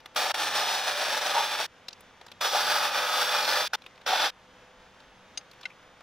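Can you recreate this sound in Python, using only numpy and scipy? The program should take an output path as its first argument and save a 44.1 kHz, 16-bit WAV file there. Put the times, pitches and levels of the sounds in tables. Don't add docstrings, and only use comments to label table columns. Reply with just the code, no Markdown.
import sys
import numpy as np
from scipy import signal
from scipy.fft import rfft, irfft, next_fast_len
from scipy.io import wavfile
from scipy.ndimage import uniform_filter1d, map_coordinates

SR = 44100
rng = np.random.default_rng(int(sys.argv[2]) if len(sys.argv) > 2 else 0)


def ratio_of_db(decibels):
    return 10 ** (np.asarray(decibels, float) / 20)


def to_wav(s):
    ch = np.atleast_2d(s).T
    pcm = np.round(np.clip(ch, -1, 1) * 32767)
    wavfile.write(sys.argv[1], SR, pcm.astype(np.int16))


N = 265482
T = np.arange(N) / SR

# [start/s, end/s, extra bite as the teeth catch/dB, casting tone lost as the blade lifts out/dB]
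RUNS = [
    (0.165, 0.317, 4, 0),
    (0.347, 1.661, 4, 10.5),
    (2.414, 3.676, 2.5, 22),
    (3.738, 3.753, 2, 3),
    (4.067, 4.301, -1, 9),
]


def unit(x, lo_hz, hi_hz):
    spectrum, hz = rfft(x.mean(0)), np.fft.rfftfreq(N, 1 / SR)
    band = spectrum[(hz > lo_hz) & (hz < hi_hz)]
    return x / np.sqrt(2 * np.sum(abs(band) ** 2) / N ** 2)


def along(points, hz):
    f, v = np.transpose(points)
    return np.interp(np.log(hz + 1), np.log(f + 1), v)


def wobble(rate):
    coarse = T[::16]
    knots = rng.standard_normal(int(N * rate / SR) + 4)
    return np.interp(T, coarse, map_coordinates(knots, [coarse * rate]))


def patches(shape, bins, frames):
    field = uniform_filter1d(rng.standard_normal(shape), bins, axis=0)
    field = uniform_filter1d(field, frames, axis=1)
    return field / field.std()


def filtered(x, response):
    m = next_fast_len(x.shape[-1] + SR // 2)
    return irfft(rfft(x, m) * response(np.fft.rfftfreq(m, 1 / SR)), m)[..., :x.shape[-1]]


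def peak(hz, centre_hz, width_hz):
    return 1j * hz * width_hz / (centre_hz ** 2 - hz ** 2 + 1j * hz * width_hz)


def repeating(x, share):
    frame_s = 2048 / 48000
    return filtered(x, lambda hz: 1 / (1 - share * np.exp(-2j * np.pi * hz * frame_s)))


def stereo(pair, side_db, tied):
    z = signal.stft(pair[0], nperseg=512)[2]
    turned = 1j * z * np.tanh(2 * patches(z.shape, bins=8, frames=40))
    drift = signal.istft(turned, nperseg=512)[1][:N]
    side = np.sqrt(tied) * 1.22 * drift + np.sqrt(1 - tied) * pair[1]
    side = filtered(side, lambda hz: ratio_of_db(along(side_db, hz)))
    return np.array([pair[0] + side, pair[0] - side])


def burst(t, t60, rise):
    return (1 - np.exp(-(t / rise) ** 2)) * ratio_of_db(-60 * t / t60)


def add(out, s, sound, pan_db):
    room = out[:, round(s * SR):][:, :sound.shape[1]]
    room += (sound * ratio_of_db([[pan_db / 2], [-pan_db / 2]]))[:, :room.shape[1]]


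def garage():
    # [f/Hz, level/dB per Hz]
    air_spectrum = [(22, -8), (60, -5.5), (150, -5), (350, -8), (500, -4.5), (900, -5.5), (1500, -5.5),
                    (2270, -10.5), (3600, -12), (4100, -18), (6700, -22), (7200, -30.5), (10000, -35.5),
                    (15500, -44)]
    # [f/Hz, side over mid/dB]
    air_side = [(60, -7), (110, -16), (200, -9.5), (380, -17), (700, -10), (1290, -16), (2380, -11),
                (4400, -7), (8120, -0.5), (15000, 2)]
    # [multiple of its rate, level/dB]
    hum_orders = [(1, -79), (3, -69), (4, -75), (7, -79), (8, -65), (10, -72.5), (12, -73), (13, -75),
                  (14, -66), (15, -78), (17, -90)]
    # [t/s, level/dB]
    hum_swell = [(0, 1), (2, -4), (4, -1.5), (4.9, 1), (5.35, -1), (5.5, -4), (6.02, -3)]
    air_db, hum_hz = -57.5, 63.46
    air = repeating(rng.standard_normal((2, N)), share=0.38)
    air = filtered(air, lambda hz: ratio_of_db(along(air_spectrum, hz)))
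    air = ratio_of_db(air_db + 0.7 * wobble(12)) * unit(stereo(air, air_side, tied=0.5), 300, 3000)
    hum = np.zeros(N)
    for k, db in hum_orders:
        phase = 2 * np.pi * k * hum_hz * T + 0.17 * wobble(11)
        hum += ratio_of_db(db + 1.5 * wobble(4.12)) * np.sin(phase)
    hum *= ratio_of_db(np.interp(T, *np.transpose(hum_swell)))
    duck_db = sum(-5 * np.exp(-np.maximum(T - end, 0) / 0.055) * (T > start) for start, end, *_ in RUNS)
    return ratio_of_db(duck_db) * (air + hum)


def thumps():
    # [t/s, f/Hz, level/dB, half length/s]
    footfalls = [
        (4.8, 32.2, -59, .03),
        (5.08, 45, -61, .04),
        (5.17, 29.8, -66, .03),
    ]
    return sum(ratio_of_db(db) * np.exp(-((T - s) / half) ** 2) * np.sin(2 * np.pi * hz * T)
               for s, hz, db, half in footfalls)


def taps():
    # [t/s, peak level/dB, pan to the left/dB, halved below]
    landings = [
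        (5.3744, -15.5, 9),
        (5.656, -12.5, 5),
    ]
    # [f/Hz, level/dB, t60/s]
    part_modes = [
        [(780, -15.5, 0.028), (2090, -10, 0.03), (2840, -8, 0.03), (3210, -11, 0.023), (3700, -8, .03),
         (4020, -3.5, 0.03), (4420, -10, 0.028), (4900, -2.5, 0.041), (5830, -4, 0.023), (6380, 0, 0.037),
         (8130, -10, 0.019), (9000, -18, .015), (9535, -18.5, 0.049), (10700, -21, .03), (12600, -28, .025)],
        [(740, -11, 0.025), (1490, 5.5, 0.024), (2100, 13, 0.02), (2710, 1.5, 0.026), (3100, -7, 0.03),
         (3800, -3, .02), (4010, 8.5, 0.015), (5245, -3, 0.018), (6357, -21, 0.022), (7000, -28, 0.022)],
    ]
    crack_levels, haze_levels, rises_s = [9, 13], [-17, -12], [0.002, 0.006]
    out, t = np.zeros((2, N)), np.arange(SR // 5) / SR
    for (s, db, pan_db), modes, crack_db, haze_db, rise in zip(
            landings, part_modes, crack_levels, haze_levels, rises_s):
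        ring = np.zeros(len(t))
        for hz, level, t60 in modes:
            rough = ratio_of_db(2 * np.interp(t, np.arange(60) / 300, rng.standard_normal(60)))
            tone = np.sin(2 * np.pi * (hz * t + rng.random()))
            ring += ratio_of_db(level) * rough * burst(t, t60, rise) * tone
        grit = rng.standard_normal(len(t)) + 0.42 * rng.standard_normal((2, len(t)))
        grit *= ratio_of_db(crack_db) * burst(t, 0.017, rise) + ratio_of_db(haze_db) * burst(t, 0.044, 0.0074)
        grit = filtered(grit, lambda hz: peak(hz, 2900, 4500) ** 4)
        add(out, s - rise / 2, ratio_of_db(db - 8) * (ring + grit), pan_db / 2)
    return out


def clicks():
    # [t/s, peak level/dB, colour f/Hz, thud
    # level/dB, sizzle level/dB]
    small_contacts = [(.005, -45, 3500, -19, -19), (0.06, -33, 2380, -9.5, -16), (.149, -40, 2500, -11, -12),
                      (1.8853, -21.5, 3930, -24, -25.5), (1.909, -42, 4000, -26, -32),
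                      (1.931, -30, 4330, -33, -32), (2.0082, -51, 2330, -15, 2), (2.2145, -41, 3600, -6, -32),
                      (2.266, -38.5, 5700, -10, -18.5), (2.284, -43, 3400, -11, -23),
                      (2.318, -30.5, 3800, -17, -23), (3.7864, -58, 2090, 2, -26),
                      (3.821, -43.5, 3580, -12, -21), (3.841, -44, 2000, -13, -27),
                      (3.8644, -33, 3160, -15, -25), (3.9584, -50.5, 3480, -23, -25),
                      (3.9788, -45.5, 2310, -10, -26), (4.0156, -45, 3530, -5, -40),
                      (4.945, -50, 2330, -18, -30), (5.004, -43, 3130, -11, -33), (5.413, -43, 2120, -25, -34),
                (5.515, -40, 4600, -24, -18), (5.535, -50, 2070, -15, -13), (5.613, -41, 5500, -11, -19),
                (5.633, -38, 3700, -17, -30), (5.8294, -56, 2950, -5, -14), (6.008, -63.5, 2440, 16.5, -25)]
    # [t/s, peak level/dB, colour f/Hz]
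    rattle = [
        (5.641, -35, 2700),
        (5.704, -37, 2100),
        (5.716, -43, 2400),
        (5.735, -45, 2500),
    ]
    tool_hz = [1350, 2500, 3500, 4070, 4950, 5700, 7500]
    tool_width_hz, tool_rings = 320, 1.18
    contacts = [(*row, 2770) for row in small_contacts] + [(*row, -18, -36, 950) for row in rattle]
    out, t = np.zeros((2, N)), np.arange(SR // 10) / SR
    for s, db, colour_hz, thud_db, sizzle_db, width_hz in contacts:
        grit = rng.standard_normal((5, len(t))) * burst(t, 0.02, rise=0.0039)
        shares = rng.uniform(0, tool_rings, len(tool_hz))

        def colour(hz):
            tool = 0.69 + sum(share * peak(hz, c, tool_width_hz) for c, share in zip(tool_hz, shares))
            return tool * peak(hz, colour_hz, width_hz) ** 2 * peak(hz, 2800, 5900) ** 2

        middle = filtered(grit[0] + 0.35 * grit[1] * [[1], [-1]], colour)
        thud = ratio_of_db(thud_db + 11.5) * filtered(grit[2], lambda hz: peak(hz, 840, 1700) ** 2)
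        sizzle = ratio_of_db(sizzle_db) * filtered(grit[3:], lambda hz: peak(hz, 11200, 9000) ** 2)
        add(out, s - 0.0035, ratio_of_db(db + 17.5) * (middle + thud + sizzle), pan_db=1.0)
    return out


def whine():
    # [t/s, f/Hz, level/dB]
    gear = [(2.53, 518, -33), (2.65, 517.4, -60), (2.85, 532.3, -53), (3.049, 505, -40), (3.12, 501.7, -50),
            (3.2, 505, -39), (3.32, 507, -48.5), (3.5, 520, -42), (3.62, 515, -39.5)]
    # [t/s, f/Hz, level/dB]
    shaft = [
        [(.36, 336.4, -3.5), (.5, 288.7, 1), (.75, 275.2, -6.5), (1.1, 268, -3), (1.63, 262.5, -8.5)],
        [(2.5, 318, -2), (2.65, 296, 1), (2.95, 277, -1), (3.05, 263.7, -1.5), (3.5, 281.3, 1), (3.62, 279, 1)],
    ]
    # [multiple, level/dB]
    shaft_orders = [(1, -59.5), (.725, -64.5), (.42, -65.5)]

    def tone(s, hz, db):
        level_db = np.interp(T, s, db, -120, -120) + 2.2 * wobble(9)
        turns = np.cumsum(np.interp(T, s, hz)) / SR
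        return ratio_of_db(level_db) * np.sin(2 * np.pi * turns + 0.33 * wobble(30))

    s, gear_hz, gear_db = np.transpose(gear)
    out = tone(s, gear_hz, gear_db) + tone(s, 1.165 * gear_hz, gear_db - 1.5)
    for run in shaft:
        s, shaft_hz, load_db = np.transpose(run)
        for k, db in shaft_orders:
            out += tone(s, k * shaft_hz, db + load_db)
    return out


def trigger():
    rise_db_s, fall_db_s, cliff_s = 5000, 1103, 0.0023
    gates = []
    for start, end, *_ in RUNS:
        after = np.maximum(T - end, 0)
        rise = np.minimum(0, (T - start + 0.0028) * rise_db_s)
        gates.append(rise - fall_db_s * after * (1 + after / cliff_s))
    return np.max(gates, 0)


def feed(t):
    # [t/s, level/dB, load: how hard the blade drives the casting/dB]
    long_feed = [
        [(0.38, -32.5, -0.5), (0.428, -30, -2), (0.8, -32.5, -1.5), (1.32, -31, 0.5), (1.35, -31.5, 4.5),
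         (1.468, -33, -2.5), (1.556, -35, 0.5), (1.608, -31, 0), (1.63, -33, -2.5)],
        [(2.45, -31.5, -0.5), (2.512, -32.5, -7.5), (2.548, -30.5, -0.5), (3.058, -33, 4), (3.244, -31, -2.5),
         (3.338, -33.5, 4), (3.456, -31, -2), (3.61, -32, 2), (3.64, -33, -0.5)],
    ]
    short_feed = [(.19, -30, -2.5), (.25, -30, -1.4), (.32, -34.5, 1), (3.747, -29.5, 0.3),
                  (4.08, -29, -2.3), (4.13, -30.5, 1.8), (4.24, -29.5, 0.45), (4.3, -33.5, -3.4)]
    # [t/s, half length/s, level/dB]
    slacks = [(0.515, 0.034, -3.5), (1.204, 0.012, -3.5), (2.924, 0.045, -4.5)]
    bite_s, lift_s, lift_fade = 0.011, 0.032, 0.2
    rows = np.vstack([*long_feed, short_feed])
    s, level_db, load_db = rows[rows[:, 0].argsort()].T
    level = np.interp(t, s, level_db)
    lift_db = 0 * t
    for start, end, bite_db, lost_db in RUNS:
        level += bite_db * np.exp(-np.maximum(t - start, 0) / bite_s) * (t > start - 0.01)
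        lift_db += lost_db * np.clip(1 + (t - end) / lift_s, 0, 1) * (t < end + 0.012)
    level += sum(db * np.exp(-((t - at) / half) ** 2) for at, half, db in slacks)
    return level - lift_fade * lift_db, np.interp(t, s, load_db - load_db.mean()), lift_db


def saw():
    # [f/Hz, level/dB per Hz]
    cut_spectrum = [(60, -42), (114, -30.5), (250, -24.5), (392, -16.5), (591, -5), (672, -10.5),
                    (853, -3.5), (1060, -8.5), (1400, -5), (2210, -10), (3550, -7.5), (5720, -12),
                    (7250, -23), (15500, -26)]
    # [f/Hz, side over mid/dB]
    cut_side = [(60, -12), (110, -12), (200, -5), (380, -18.5), (700, -13), (1290, -15), (2380, -12.5),
                (4400, -7), (8120, -1), (15000, 1)]
    # [f/Hz, width/Hz, level in the first, second and last cut/dB]
    resonances = [(532, 150, 0.5, 1.6, 2.9), (603, 10, 5, 3.4, 1.1), (743.7, 47.4, 10, 8.5, 10),
                  (849, 80, 4.5, 5.4, 3.7), (977, 26, 0.5, 6.3, 2), (1215, 120, 5.5, 5.3, 1.1),
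                  (1274, 73, -1.5, 5.8, 3.5), (1496, 200, 0.5, 3.7, 6), (1705, 166, 5, 4.5, 3.5),
                  (2440, 140, 5, 5.6, 3.8), (2950, 44, 0.5, 4, 1.6), (3500, 300, 5, 6.6, 7.2),
                  (4740, 200, -0.5, 5.9, 1.4), (5460, 190, 2, 1.1, 3), (5580, 220, 2.5, 5.8, 4.6),
                  (8070, 120, 7.5, 2.1, 2.5), (9730, 400, 3.5, 2.7, 4), (11760, 530, -3.5, 2.5, 2.2),
                  (13700, 390, -12, 1, 1)]
    # [t/s, half length/s, f/Hz, width/Hz, level/dB]
    surges = [(0.166, .015, 1300, 300, 6.5), (.26, 0.02, 786, 120, 7.5), (0.587, .02, 4800, 250, 8),
              (0.593, 0.076, 830, 120, 4), (1.378, 0.051, 903, 110, 15.5), (2.555, 0.021, 764, 100, 12),
              (2.742, 0.1, 4730, 300, 3), (2.902, 0.091, 2500, 120, 7), (3.466, 0.082, 4240, 500, 6),
              (3.558, .04, 1782, 148, 11), (4.126, 0.02, 787, 130, 12.5), (4.2, 0.036, 1700, 200, 0)]
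    # [start/s], [chip hiss level/dB], [rumble level under the casting tone/dB]
    cut_starts = [0, 2.0, 3.71]
    hiss_levels = [-0.3, 1.25, -4.5]
    rumble_levels = [0.5, 0, 1.5]
    zones_hz = [330, 620, 1500, 3800, 10500]

    teeth = rng.standard_normal((2, N)) * ratio_of_db(1.18 * wobble(400) + 0.97 * wobble(60))
    hz, t, z = signal.stft(repeating(teeth, share=0.56), SR, nperseg=1024)
    power = uniform_filter1d(abs(z) ** 2, size=12, axis=1)
    z /= np.sqrt(uniform_filter1d(power, size=6, axis=2))

    level_db, load_db, lift_db = feed(t)
    cut = np.searchsorted(cut_starts, t, "right") - 1
    swell_db = level_db - level_db.mean()
    rumble = np.array(rumble_levels)[cut] + 0.33 * swell_db
    casting = 0.63 * load_db - lift_db
    blade = 0.61 * load_db - 0.11 * lift_db
    hiss = np.array(hiss_levels)[cut] + 0.31 * swell_db
    zone = np.interp(np.log(hz + 1), np.log(zones_hz), np.arange(len(zones_hz)))
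    grid = np.meshgrid(zone, np.arange(len(t)), indexing="ij")
    colour_db = map_coordinates([rumble, casting, blade, 0 * t, hiss], grid, order=1)

    colour_db += along(cut_spectrum, hz)[:, None]
    for c, w, *db in resonances:
        ring_db = np.array(db)[cut] + 1.27 * np.interp(t, T, wobble(8))
        colour_db += abs(peak(hz, c, w))[:, None] ** 2 * ring_db
    for at, half, c, w, db in surges:
        colour_db += db * abs(peak(hz, c, w))[:, None] ** 2 * np.exp(-((t - at) / half) ** 2)
    colour_db += 0.86 * patches(z.shape[1:], bins=3, frames=9)
    scrape = signal.istft(z * ratio_of_db(colour_db), SR, nperseg=1024)[1][:, :N]
    envelope_db = feed(T)[0] + trigger() + 1.3 * wobble(24.804)
    return ratio_of_db(envelope_db) * unit(stereo(scrape, cut_side, tied=0.6), 2200, 6500)


def scene():
    return garage() + thumps() + taps() + clicks() + whine() + saw()


def top_cut(x):
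    return signal.sosfilt(signal.butter(12, 16960, fs=SR, output="sos"), x)


def record(dry):
    top_hz = 15710
    limited = filtered(dry, lambda hz: np.clip((top_hz - hz) / 150 + 0.5, 0, 1))
    return top_cut(limited)


dry = scene()
out = record(dry)
to_wav(out)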